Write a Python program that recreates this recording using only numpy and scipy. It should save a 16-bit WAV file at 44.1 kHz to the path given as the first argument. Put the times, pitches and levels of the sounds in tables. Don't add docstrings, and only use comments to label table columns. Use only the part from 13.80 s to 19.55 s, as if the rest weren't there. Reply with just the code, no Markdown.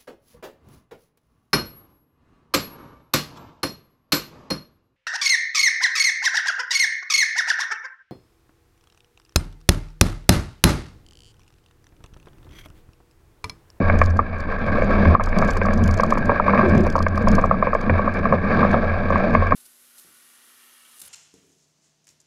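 import sys
import numpy as np
from scipy import signal
from scipy.fft import next_fast_len
from scipy.io import wavfile
from scipy.ndimage import uniform_filter1d

SR = 44100
rng = np.random.default_rng(int(sys.argv[2]) if len(sys.argv) > 2 else 0)


def persist_wave(psi):
    counts = np.round(np.clip(psi, -1, 1) * 32767).astype(np.int16)
    wavfile.write(sys.argv[1], SR, np.atleast_2d(counts).T)


N = 253575

# [t/s, level/dB before the case muffles it]
GRIND_LEVEL = [(0.0, -25.5), (0.19, -24.5), (0.36, -34), (0.75, -28), (1.02, -23.5), (1.23, -22),
               (1.34, -23), (1.39, -34), (1.48, -29.5), (1.58, -24), (1.66, -27), (2.1, -29), (2.37, -27.5),
               (2.64, -26), (2.74, -22), (2.99, -24), (3.25, -34), (3.52, -24), (3.63, -29), (4.0, -29.5),
               (4.11, -25), (4.61, -26.5), (4.85, -21), (5.14, -24.5), (5.57, -21.5), (5.75, -27)]
# [f/Hz, width/Hz, relative level/dB under the grind, relative level/dB under a knock]
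FRAME_MODES = [(394, 240, -1.5, -37.5), (480.3, 149, 4, 10.5), (570, 191, 8, 12.5), (786, 12, -1, -2.5),
               (876, 63, -8, -37.5), (1118.6, 142, 7, 6.5), (1314, 66, 3.5, -21), (1605.5, 192, 6.5, 8),
               (2276, 250, -2.5, 4), (3320, 930, -28.5, -24), (3680, 100, -39.5, -20.5),
               (4600, 300, -29, -51.5), (7300, 1900, -63, -44)]
# [t/s, relative peak level/dB, high modes re peak/dB, low modes re peak/dB]
JOINT_KNOCKS = [(0.098, -2.5, -4, -10.5), (0.14, -18.5, -21, 2), (0.215, 6.5, -8, -11),
                (0.391, 2, -27.5, -13), (0.883, -15, -2, -3.5), (0.984, -25.5, -13, 10.5),
                (1.02, -15, 1, 6.5), (1.254, -10, -0.5, -4), (1.35, 10, -30, -26), (1.397, 0.5, -29, -22),
                (1.408, -8.5, -8.5, -7.5), (1.472, -9, -19, -15), (1.528, -15, 0.5, -13),
                (1.571, -19, -14, 0), (1.624, 2.5, -21, -18), (1.644, -13, -20, -13),
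                (1.688, -9.5, -9, -28), (1.766, -9.5, -9, -17), (1.815, -9.5, 0.5, -3),
                (1.852, -7, -21, -17), (1.866, -12, -7, -8), (1.885, -5, -7.5, -13), (2.09, -13.5, -8, -27),
                (2.197, -3, -9.5, -8.5), (2.233, 2, -35, -18.5), (2.323, 2, -22, -15),
                (2.353, -13.5, -5, -13), (2.373, -5, -14, -11), (2.494, -2, -13.5, -6.5),
                (2.518, -4, -33, -12), (2.598, 3.5, -37, -19.5), (2.68, 0.5, -26, -17),
                (2.695, -3, -7.5, -14), (2.735, 2, -27, -17), (2.754, -5.5, -18, -10),
                (2.776, -5.5, -4, -10), (2.792, -3, -8.5, -14), (2.81, -6, -12, -25), (2.83, -6, -14, -12),
                (2.849, -11, -7, -11), (2.916, -19, -21, -6), (3.067, -12.5, -6, 3.5),
                (3.154, 3.5, -45, -17), (3.18, -6.5, -28, -14), (3.203, -7.5, -32, -13),
                (3.265, -8, 0, -3.5), (3.376, -5.5, -18, -14), (3.472, -1.5, -17, -10),
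                (3.531, -17, -22, -11), (3.581, -4, -24, -7), (3.587, -9, -6, -9),
                (3.639, -4.5, -21, -12.5), (3.652, -12.5, -21, -2), (3.711, 4.5, -24, -16),
                (3.742, -6, -31, -16), (3.825, 0.5, -17, -11), (3.87, -5, -8, -4),
                (3.931, -3, -16.5, -11.5), (3.95, -5.5, -11.5, -8), (4.096, -6.5, 1, -2.5),
                (4.154, -14.5, -27, -3), (4.193, -8.5, -35, -4.5), (4.276, -2.5, -33, -12.5),
                (4.454, -1, -17, -16), (4.524, -2, -12, -4.5), (4.535, -6, -25, -3), (4.714, -10.5, -2, -7),
                (4.792, -11.5, -22, -5), (4.829, 1, -38, -21), (4.849, -5.5, -19, -2),
                (4.942, 2.5, -41, -14), (5.303, -4.5, -22, -9), (5.323, -11, -12, -5),
                (5.357, -2, -15, -15), (5.405, -19.5, 2, 4), (5.55, 5, -9, -12), (5.622, -9, -30, -6),
                (5.721, 0.5, -13, -11)]
# [t/s, level/dB]
GROAN_LEVEL = [(2.78, -65), (2.84, -20.5), (2.89, -23), (2.95, -32.5), (3.03, -16.5), (3.1, -70)]
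# [f/Hz, width/Hz of the narrowest pass]
BENDING_MODE = (84.5, 8.6)
# [t/s, level/dB]
BOOM_LEVEL = [(0.0, -16.5), (0.3, -20.5), (0.609, -31.5), (1.181, -25), (1.309, -11), (1.38, -27),
              (1.87, -28), (2.11, -15.5), (2.37, -33), (2.47, -24), (2.61, -30.5), (3.04, -19),
              (3.1, -32.5), (3.28, -20), (3.91, -28), (3.97, -47), (4.11, -18), (4.24, -30.5), (5.351, -22),
              (5.46, -41), (5.59, -19), (5.75, -24.5)]
# [f/Hz, width/Hz, relative level/dB]
DECK_MODES = [(166, 42, -10.5), (198.3, 22, -1), (221.5, 13, -8), (125, 32, -15.5)]
# [t/s, level/dB]
DECK_LEVEL = [(0.0, -10), (0.05, -30.5), (0.14, -16), (0.3, -33), (0.4, -28.5), (0.49, -36), (1.28, -17),
              (1.49, -34.5), (1.58, -17.5), (1.76, -26.5), (2.05, -18), (2.1, -27), (2.51, -22),
              (2.58, -32.5), (2.77, -18.5), (2.91, -19), (2.95, -13.5), (3.14, -28), (3.35, -26.5),
              (3.54, -14.5), (3.62, -25.5), (3.79, -22.5), (3.84, -27), (4.02, -31), (4.11, -16),
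              (4.16, -29), (4.26, -22.5), (4.31, -29), (4.55, -20), (4.6, -29), (4.68, -23), (4.8, -16.5),
              (5.03, -25.5), (5.04, -19.5), (5.09, -31.5), (5.56, -18), (5.7, -35), (5.75, -15)]
# [t/s, relative level/dB]
CASE_TICKS = [(0.1868, -29.5), (0.214, -27), (0.236, -32), (0.253, -31), (0.302, -38), (0.369, -37),
              (0.585, -49), (0.601, -37.5), (0.7227, -55), (0.7895, -46), (0.863, -42), (0.9202, -45),
              (0.9846, -45), (1.02, -43), (1.0424, -43), (1.1074, -49), (1.2824, -40), (1.436, -24.5),
              (1.458, -35), (1.4875, -37), (1.5854, -22), (1.606, -44), (1.616, -37), (1.646, -31),
              (1.6763, -31), (1.705, -22.5), (1.732, -28.5), (1.769, -27), (1.8327, -42), (1.856, -35.5),
              (1.9327, -27.5), (1.975, -35.5), (2.0373, -24.5), (2.047, -39), (2.0758, -26.5),
              (2.109, -28.5), (2.139, -29), (2.1713, -31), (2.2035, -27), (2.235, -26), (2.2623, -36),
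              (2.3048, -24), (2.3296, -35), (2.378, -29), (2.4535, -34), (2.8844, -39), (2.8945, -34),
              (2.9504, -37), (2.9775, -27.5), (3.005, -32), (3.0335, -37), (3.065, -27), (3.1, -28),
              (3.123, -36), (3.1606, -29.5), (3.1894, -36), (3.224, -27.5), (3.283, -35.5), (3.356, -35),
              (3.376, -29.5), (3.4186, -38), (3.483, -25), (3.515, -28), (3.551, -24.5), (3.612, -37),
              (3.6538, -33), (3.9402, -34), (4.01, -31), (4.338, -35), (4.3895, -44), (4.526, -42.5),
              (4.91, -35), (5.3028, -43), (5.3783, -44), (5.5049, -44), (5.538, -39), (5.67, -45)]
# [f/Hz, width/Hz, relative level/dB]
CASE_MODES = [(3365, 1300, 1.5), (4720, 2000, 8), (5990, 2350, 1.5), (8700, 4900, -11.5), (11000, 440, -17),
              (14800, 1200, -22.5)]
# [t/s, level/dB]
WIND_LEVEL = [(0.0, -24), (0.2, -16), (0.45, -30), (1.12, -20), (2.08, -22), (2.2, -22), (2.8, -30),
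              (3.0, -21), (3.3, -26.5), (3.55, -15.5), (3.7, -26), (5.33, -26.5), (5.41, -23), (5.75, -24)]
# [f/Hz, width/Hz]
CASE_NULLS = [(1450, 120), (1990, 170), (2870, 350)]

GRAINS_PER_S, GRAIN_SPREAD_DB = 3500.0, 3.6
DRY_HISS_DB = -26
DECK_RUBS = 0.33
LOW_BELOW_HZ, HIGH_ABOVE_HZ = 850, 1400
SMALL_KNOCKS_PER_S, SMALL_KNOCK_DB = 200, 19.5
BLOW_SPREAD_DB = 1.2
SHUDDER_AFTER_S, SHUDDER_COLOUR = 0.005, 0.4
KNOCK_DAMPING = 1.45
REBOUND_S, REBOUND_DB, REBOUND_SPREAD_DB = 0.003, 2, 1.5
SINGLE_BELOW_DB = -44.5
LOOSE_S, STRAY_SPREAD_DB = 0.041, 3.6
BUMP_EVEN = 1.6
AIR_HISS_DB, AIR_HISS_TOP_HZ = -81.5, 12000
MUFFLE_HZ = 6500
LIMIT_DB, LIMIT_RELEASE_DB_PER_S = -2, 107
CUTOFF_HZ = 16300


def grind(grind_db, dry_db, deck_db):
    rate = GRAINS_PER_S * from_db(3.0 * drift(60))
    force = grains(rate, GRAIN_SPREAD_DB) * from_db(1.7 * drift(26.0))
    rub_db = DECK_RUBS * (deck_db - deck_db.mean())
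    rung = []
    for hz, width_hz, db, _ in FRAME_MODES:
        mode_db = db + 1.37 * drift(5.4) + (hz < LOW_BELOW_HZ) * rub_db
        rung.append(from_db(mode_db) * through_frame(force, hz, width_hz))
    body, hiss = sum(rung[:-4]), sum(rung[-4:])
    return from_db(grind_db) * rms_one(body) + from_db(grind_db + dry_db) * rms_one(hiss)


def knocks(grind_db):
    s, peak_db, high_db, low_db = np.transpose(JOINT_KNOCKS)
    at = (s * SR).astype(int)
    chance = rng.standard_normal((len(at), len(FRAME_MODES) + 3))
    bounce = at + (SR * (0.0018 + 0.00025 * chance[:, 0])).astype(int)
    bounce_gain = 0.74 * from_db(0.5 * chance[:, 1])
    small = grains(SMALL_KNOCKS_PER_S, 0.74) * from_db(grind_db + SMALL_KNOCK_DB)
    shaking = grains(2100.0, 1.3)
    fade = np.exp(-1 / (0.0074 * SR))
    out = np.zeros(N)
    for k, (hz, width_hz, _, db) in enumerate(FRAME_MODES):
        colour_db = low_db if hz < LOW_BELOW_HZ else high_db if hz > HIGH_ABOVE_HZ else 0
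        blow = np.zeros(N)
        blow[at] = from_db(peak_db + colour_db + 24.0 + BLOW_SPREAD_DB * chance[:, k + 2])
        late = np.zeros(N)
        late[at + int(SHUDDER_AFTER_S * SR)] = blow[at] * from_db((SHUDDER_COLOUR - 1) * colour_db)
        shudder = from_db(-20.5) * shaking * signal.lfilter([1], [1, -fade], late + 1e-18)
        blow[bounce] += blow[at] * bounce_gain
        stray = small * from_db(3.0 * drift(30))
        force = blow + shudder + stray
        rung = through_frame(force, hz, KNOCK_DAMPING * width_hz, spread=1.5)
        out += (-1) ** k * from_db(db) * rung
    return low_pass(low_pass(out, 3200), 2240)


def groan():
    level_db, = in_time(GROAN_LEVEL)
    return from_db(level_db) * rms_one(through_frame(grains(400.0, 0.9), 357, 53))


def frame_low(boom_db, deck_db):
    hz, width_hz = BENDING_MODE
    boom = resonate(rng.standard_normal(N), hz, width_hz)
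    boom = resonate(boom, hz, 4.6 * width_hz)
    boom = resonate(evened(boom, 0.4), hz, 3.0 * width_hz)
    boom = boom * from_db(2.0 * drift(6))
    bumps = grains(250.0, 4.7)
    deck = sum(from_db(db) * resonate(bumps, f, w) for f, w, db in DECK_MODES)
    deck = evened(low_pass(deck, 440), BUMP_EVEN)
    return from_db(boom_db) * rms_one(boom) + from_db(deck_db) * rms_one(deck)


def ticks():
    force, t = np.zeros(N + 2600), np.arange(2600) / SR
    chatter = rng.standard_normal((len(CASE_TICKS), 2603))
    for (s, db), rough in zip(CASE_TICKS, chatter):
        length_s = 0.0011 * from_db(3.0 * rough[0])
        decay = np.exp(-t / length_s) + from_db(-35) * np.exp(-t / 0.006)
        touch = (1 - np.exp(-t / 0.00074)) * decay
        rebound_s = REBOUND_S * from_db(4.1 * rough[1])
        again = np.interp(t - rebound_s, t, touch, left=0)
        again = again * from_db(REBOUND_DB + REBOUND_SPREAD_DB * rough[2])
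        shape = touch + (db > SINGLE_BELOW_DB) * again
        shape = shape / np.linalg.norm(shape)
        force[int(s * SR):][:2600] += from_db(db + 17.5) * np.sign(rough[3:]) * shape
    force = force[:N]
    loose = uniform_filter1d(np.abs(force), int(LOOSE_S * SR))
    scratches = signal.lfilter([1], [1, -0.96], grains(200.0, STRAY_SPREAD_DB))
    stray = scratches * rng.standard_normal(N)
    force = force + from_db(-1) * loose * stray
    force = force + from_db(-33.5) * loose * rng.standard_normal(N)
    return sum(from_db(db + 2.5 * drift(40)) * through_frame(force, hz, w) for hz, w, db in CASE_MODES)


def wind(wind_db):
    gusts = low_pass(low_pass(rng.standard_normal(N), 26), 40) * from_db(1.0 * drift(5.0))
    pressure = signal.lfilter([1, -1], [1, -0.998], gusts)
    return from_db(wind_db) * rms_one(low_pass(evened(pressure, BUMP_EVEN), 65))


def spray():
    band = signal.butter(6, [5000, AIR_HISS_TOP_HZ], "band", fs=SR, output="sos")
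    hiss = signal.sosfilt(band, low_pass(rng.standard_normal(N), 15000))
    return from_db(AIR_HISS_DB + 1.5 * drift(3.0)) * rms_one(hiss)


def muffled(x):
    for hz, width_hz in CASE_NULLS:
        x = x - 0.62 * resonate(x, hz, width_hz)
    return low_pass(low_pass(x, MUFFLE_HZ), 1.08 * MUFFLE_HZ)


def through_frame(x, hz, width_hz, spread=0.89):
    return resonate(resonate(x, hz, width_hz), hz, spread * width_hz)


def resonate(x, hz, width_hz):
    r = np.exp(-np.pi * width_hz / SR)
    poles = [1, -2 * r * np.cos(2 * np.pi * hz / SR), r * r]
    return signal.lfilter([(1 - r * r) / 2, 0, (r * r - 1) / 2], poles, x + 1e-18)


def grains(per_s, spread_db):
    sizes = from_db(spread_db * np.minimum(rng.exponential(1, N), 4)) * rng.choice([-1, 1], N)
    return sizes * (rng.random(N) < per_s / SR)


def drift(hz):
    r = np.exp(-80 * np.pi * hz / SR)
    noise = rng.standard_normal(N // 40 + 2002)
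    slow = signal.lfilter([1], [1, -2 * r, r * r], noise)[2000:]
    return np.interp(np.arange(N) / 40, np.arange(len(slow)), rms_one(slow))


def evened(x, free):
    envelope = np.abs(signal.hilbert(x, next_fast_len(N))[:N])
    return x / (envelope + free * x.std())


def low_pass(x, hz):
    return signal.sosfilt(signal.butter(2, hz, fs=SR, output="sos"), x)


def in_time(rows):
    s, *columns = np.transpose(rows)
    return [np.interp(np.arange(N) / SR, s, c) for c in columns]


def from_db(db):
    return 10 ** (np.asarray(db) / 20)


def rms_one(x):
    return x / np.sqrt(np.mean(x ** 2) + 1e-20)


def scene():
    levels = map(in_time, (GRIND_LEVEL, BOOM_LEVEL, DECK_LEVEL, WIND_LEVEL))
    (grind_db,), (boom_db,), (deck_db,), (wind_db,) = levels
    runners = muffled(grind(grind_db, DRY_HISS_DB, deck_db) + knocks(grind_db))
    return (runners + ticks() + spray() + groan() + frame_low(boom_db, deck_db) + wind(wind_db))[None]


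def record(dry):
    ramp = LIMIT_RELEASE_DB_PER_S * np.arange(N) / SR
    over_db = np.maximum(20 * np.log10(np.abs(dry[0]) + 1e-9) - LIMIT_DB, 0)
    held_db = np.maximum.accumulate(over_db + ramp) - ramp
    ahead_db = np.append(held_db[60:], held_db[-60:])
    duck_db = signal.lfilter([0.02], [1, -0.98], ahead_db)
    top_cut = signal.cheby2(10, 60, CUTOFF_HZ, fs=SR, output="sos")
    return signal.sosfilt(top_cut, dry * from_db(-duck_db))


dry = scene()
out = record(dry)
persist_wave(out)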